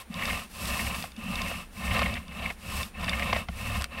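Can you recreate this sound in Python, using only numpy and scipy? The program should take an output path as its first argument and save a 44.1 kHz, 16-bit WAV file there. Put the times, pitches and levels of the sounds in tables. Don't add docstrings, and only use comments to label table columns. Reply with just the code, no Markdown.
import sys
import numpy as np
from scipy import signal
from scipy.fft import rfft, irfft
from scipy.io import wavfile
from scipy.ndimage import uniform_filter1d

SR = 44100
rng = np.random.default_rng(int(sys.argv[2]) if len(sys.argv) > 2 else 0)


def transcribe(u):
    v = np.clip(np.atleast_2d(u).T, -1, 1)
    q = np.round(v * 32767).astype(np.int16)
    wavfile.write(sys.argv[1], SR, q)


N = 176400

# t/s, length/s, rise/s, fall/s, rub/dB, pole/dB, frame/dB, bearing/dB
STROKES = [(-.32, 0.38, .18, 0.1, -37.5, -45, -59, -45.5), (0.045, 0.48, 0.22, 0.23, -34, -39, -41, -39.5),
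           (0.442, 0.73, 0.3, 0.29, -35.5, -36.5, -41, -40.5),
           (1.059, 0.67, 0.32, 0.26, -36.5, -40.5, -41.5, -39.5),
           (1.666, 0.66, 0.3, 0.33, -32, -31, -35.5, -40.5),
           (2.154, 0.42, 0.32, 0.13, -36.5, -38.5, -41, -44),
           (2.518, 0.43, 0.33, 0.23, -33, -31.5, -40, -39), (2.889, 0.61, 0.16, 0.15, -34, -36, -39.5, -43),
           (3.394, 0.51, 0.43, 0.14, -32.5, -31, -40.5, -40), (3.847, .34, 0.14, .15, -37, -46, -46, -46)]
# rise/s, fall/s, level/dB
TACK = [(.18, 0.097, -43), (0.28, 0.19, -43), (0.26, 0.27, -40.5), (0.34, 0.21, -46), (0.23, 0.39, -43.5),
        (0.37, 0.074, -50.5), (0.26, 0.16, -43), (0.23, 0.14, -47.5), (0.33, .14, -46), (0.2, .15, -51)]

# f/Hz, width/Hz, level/dB
CAGE_MODES = [(574, 48, 0), (712, 143, -1.5), (1055.6, 39, 6), (1176, 39, 1.5), (1274, 50, -14),
              (1675, 53, -11), (1814, 42, 2.5), (1927, 24, -8), (2150, 31, -1.5), (2230, 154, -3),
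              (2613, 79, 3), (3627, 84, -9.5)]
SLEEVE_MODES = [(1105, 120, 0), (1879, 44, 5.5), (2172, 380, 7), (2710, 360, -9)]
BEARING_MODES = [(1055, 29, 5), (1190, 79, 3), (2617, 56, 4.5), (2666, 54, 8), (2830, 35, 5.5)]
POLE_MODES = [(31.8, 4.4, 3), (65.6, 7.4, 10), (83.8, 17, -2), (100, 4.2, -2)]
FRAME_MODES = [(183, 50, 1), (219.2, 8, -2.2)]
KNOCK_MODES = [(545, 160, -3.5), (686, 180, 13), (1084, 180, 8.5), (1360, 95, 0), (1990, 170, 4.5),
               (3040, 51, 1.5), (4700, 220, -23)]
TICK_MODES = [(2320, 340, 5.5), (3595, 164, 12), (4720, 380, 4), (8500, 10000, -11)]
SNAP_MODES = [(1490, 930, 7.5), (3300, 690, 4), (4700, 340, 4.5), (7840, 400, 0), (12000, 3000, -20)]

# f/Hz, relative level/dB
NAP_SPECTRUM = [(280, 12.5), (400, 3), (600, 11.5), (1500, 9.5), (2900, 6), (3250, -35), (4800, -22),
                (9000, -29)]
PAINT_SPECTRUM = [(1000, -1.5), (3500, 0.5), (5500, 0), (6500, -5), (8700, 0.5), (9900, -7), (10800, 0),
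                  (12200, -1.5), (13800, -14), (15500, -7.5)]
AIR_SPECTRUM = [(12, -18), (30, 17), (48, 2), (66, 18), (120, -22), (200, -4.5), (400, -7.5), (2500, -13.5),
                (5000, -24), (15500, -28)]

# t/s, length/s, peak level before low-pass/dB
JUDDERS = [(.0945, 0.0064, -27.5), (.146, 0.0092, -35), (1.170, 0.016, -32), (1.230, 0.079, -32),
           (1.280, 0.037, -26), (3.483, 0.0061, -29.5)]
# t/s, peak level/dB
TICKS = [(0.142, -27), (0.2549, -19), (0.655, -24.5), (0.703, -31), (1.0254, -24.5), (1.119, -37),
         (1.165, -34), (1.356, -21.5), (1.418, -21), (1.992, -20), (2.141, -24.5), (2.281, -37),
         (2.831, -23), (3.012, -32.5), (3.044, -25), (3.0948, -16.5), (3.196, -28), (3.232, -28)]
RATTLES = [(0.19, -28), (0.222, -20.5), (0.234, -24.5), (.300, -21), (.391, -27), (.793, -22),
           (.866, -23.5), (1.387, -26), (1.473, -29), (1.909, -22), (1.956, -23.5), (2.029, -19),
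           (2.059, -19.5), (2.154, -24), (2.168, -27), (2.456, -19), (2.501, -21.5), (3.08, -18),
           (3.131, -20), (3.195, -20), (3.222, -19.5), (3.326, -21.5), (3.348, -21.5), (3.361, -21)]
KNOCKS = [(1.04, -25), (1.514, -27.5), (1.992, -20.5), (2.018, -18), (2.505, -27.5), (3.3295, -9.5),
          (3.363, -20), (3.486, -23.5)]
LANDINGS = [(3.483, -30)]
SNAPS = [(3.813, -22), (3.8216, -18), (3.8428, -14.5)]

RUB_COL, POLE_COL, FRAME_COL, BEARING_COL = range(4)
TICK_S, RATTLE_S, KNOCK_S, SNAP_S = 0.0052, 0.013, 0.0093, 0.0052


def from_db(db):
    return 10 ** (np.asarray(db) / 20)


def rms_one(x):
    return x / np.sqrt(np.mean(x ** 2) + 1e-20)


def drift(rate_hz):
    r = np.exp(-80 * np.pi * rate_hz / SR)
    slow = signal.lfilter([1], [1, -2 * r, r * r], rng.standard_normal(N // 40 + 2002))[2000:]
    return np.interp(np.arange(N) / 40, np.arange(len(slow)), rms_one(slow))


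def colour(x, spectrum):
    hz, db = np.transpose(spectrum)
    bins_hz = np.maximum(np.arange(N // 2 + 1) * SR / N, 1)
    gain = from_db(np.interp(np.log(bins_hz), np.log(hz), db))
    return rms_one(irfft(rfft(x) * gain, N))


def body(x, modes):
    out = 0
    for hz, width_hz, db in modes:
        r = np.exp(-np.pi * width_hz / SR)
        ring = signal.lfilter([1, 0, -1], [1, -2 * r * np.cos(2 * np.pi * hz / SR), r * r], x + 1e-18)
        out = out + from_db(db) * (1 - r * r) / 2 * ring
    edges_hz = [modes[0][0] * .8, min(modes[-1][0] * 1.15, .45 * SR)]
    return signal.sosfilt(signal.butter(4, edges_hz, "band", fs=SR, output="sos"), out)


def shaken(modes, even_s=0.16):
    x = body(rng.standard_normal(N + SR), modes)
    level = np.sqrt(uniform_filter1d(x ** 2, int(even_s * SR)) + 1e-20)
    return rms_one((x / level)[SR:])


def grains(per_s, spread_db=0):
    sizes = from_db(spread_db * np.minimum(rng.exponential(1, N), 5)) * rng.choice([-1, 1], N)
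    return sizes * (rng.random(N) < per_s / SR)


def contacts(rows, modes, per_s, first=4.4):
    out, size = np.zeros(N + SR), SR // 4
    for t_s, length_s, db in rows:
        age = np.arange(size) / SR / length_s
        touches = rng.uniform(-0.92, 1, size) * (rng.random(size) < per_s / SR)
        touches *= np.clip(1 - age ** 2, 0, 1)
        touches[0] = first
        sound, start = body(touches, modes), int(t_s * SR)
        out[start:start + size] += from_db(db) * sound / np.abs(sound).max()
    return out[:N]


def swell(start_s, length_s, rise_s, fall_s):
    t = np.arange(N) / SR - start_s
    rise = np.sin(np.pi / 2 * np.clip(t / rise_s, 0, 1))
    fall = np.sin(np.pi / 2 * np.clip((length_s - t) / fall_s, 0, 1))
    return rise * fall


def stroke_gain(column, exponent, sticks_below=0):
    power = 0
    for start_s, length_s, rise_s, fall_s, *levels_db in STROKES:
        speed = swell(start_s, length_s, rise_s, fall_s)
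        motion = np.maximum(speed - sticks_below, 0) / (1 - sticks_below)
        power = power + (from_db(levels_db[column]) * motion ** exponent) ** 2
    return np.sqrt(power)


def rub(cage_db=-2, nap_db=-9.5, chatter_db=-13.5, grains_per_s=5000):
    catches = grains(grains_per_s) * from_db(3.5 * drift(rate_hz=30))
    cage = from_db(cage_db) * rms_one(body(catches, CAGE_MODES))
    nap = from_db(nap_db) * colour(grains(grains_per_s), NAP_SPECTRUM)
    clumps = from_db(15.5 * np.minimum(drift(rate_hz=40), 2))
    chatter = from_db(chatter_db) * rms_one(body(rng.standard_normal(N) * clumps, SLEEVE_MODES))
    return stroke_gain(RUB_COL, exponent=2.83) * (cage + nap + chatter)


def bearing_scrape():
    gain = stroke_gain(BEARING_COL, exponent=1.3, sticks_below=.3)
    return gain * shaken(BEARING_MODES, even_s=0.027)


def paint(hiss_db=2.5, flicker_db=1.5, crackle_db=-14, exponent=2.34):
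    hiss_gain = from_db(hiss_db + flicker_db * drift(rate_hz=15))
    hiss = hiss_gain * colour(grains(per_s=19000, spread_db=3), PAINT_SPECTRUM)
    crackle = from_db(crackle_db) * rms_one(body(grains(per_s=160, spread_db=6), TICK_MODES))
    power = sum((from_db(db) * swell(start_s, length_s, rise_s, fall_s) ** exponent) ** 2
                for (start_s, length_s, *_), (rise_s, fall_s, db) in zip(STROKES, TACK))
    return np.sqrt(power) * (hiss + crackle)


def pole_and_frame():
    rumble = stroke_gain(POLE_COL, exponent=2.96) * shaken(POLE_MODES)
    hum = stroke_gain(FRAME_COL, exponent=1.85) * shaken(FRAME_MODES)
    return rumble + hum


def background(air_db=-49.5, whine_db=-68.5, whine_hz=9500, wobble_hz=44.6):
    pitch_hz = whine_hz + wobble_hz * drift(rate_hz=60)
    whine = np.sqrt(2) * np.sin(2 * np.pi * np.cumsum(pitch_hz) / SR)
    air = colour(rng.standard_normal(N), AIR_SPECTRUM)
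    return from_db(air_db) * air + from_db(whine_db) * whine


def judders(cutoff_hz=270):
    shudder = contacts(JUDDERS, FRAME_MODES, per_s=650, first=0.4)
    return signal.sosfilt(signal.butter(2, cutoff_hz, fs=SR, output="sos"), shudder)


def ticks():
    return contacts([(t, TICK_S, db) for t, db in TICKS], TICK_MODES, per_s=4300, first=2.4)


def rattles(per_s=3700, cage_db=-11.5):
    sleeve = contacts([(t, RATTLE_S, db) for t, db in RATTLES], SLEEVE_MODES, per_s, first=0.99)
    cage = contacts([(t, RATTLE_S, db + cage_db) for t, db in RATTLES], CAGE_MODES, per_s)
    return sleeve + cage


def knocks():
    return contacts([(t, KNOCK_S, db) for t, db in KNOCKS], KNOCK_MODES, per_s=2500, first=1.5)


def pole_bumps(coupling_db=-21.5):
    jolts = [(t, KNOCK_S, db + coupling_db) for t, db in KNOCKS]
    jolts += [(t, KNOCK_S, db) for t, db in LANDINGS]
    return contacts(jolts, POLE_MODES, per_s=300)


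def snaps():
    return contacts([(t, SNAP_S, db) for t, db in SNAPS], SNAP_MODES, per_s=4200)


def room(x, level_db=-25.5, t60_s=0.044, delay_s=.006, cutoff_hz=5000):
    t = np.arange(SR // 2) / SR
    tail = rng.standard_normal(len(t)) * from_db(-60 * t / t60_s) * (t > delay_s)
    tail = signal.sosfilt(signal.butter(1, cutoff_hz, fs=SR, output="sos"), tail)
    return from_db(level_db) * signal.fftconvolve(x, tail / np.sqrt(np.sum(tail ** 2)))[:N]


def scene():
    roller = rub() + bearing_scrape() + paint() + rattles() + knocks() + ticks() + snaps()
    walls = room(roller)
    close = pole_and_frame() + judders() + pole_bumps()
    return (roller + walls + close + background())[None]


def record(dry, cutoff_hz=15750):
    return signal.sosfilt(signal.ellip(12, .1, 80, cutoff_hz, fs=SR, output="sos"), dry)


dry = scene()
out = record(dry)
transcribe(out)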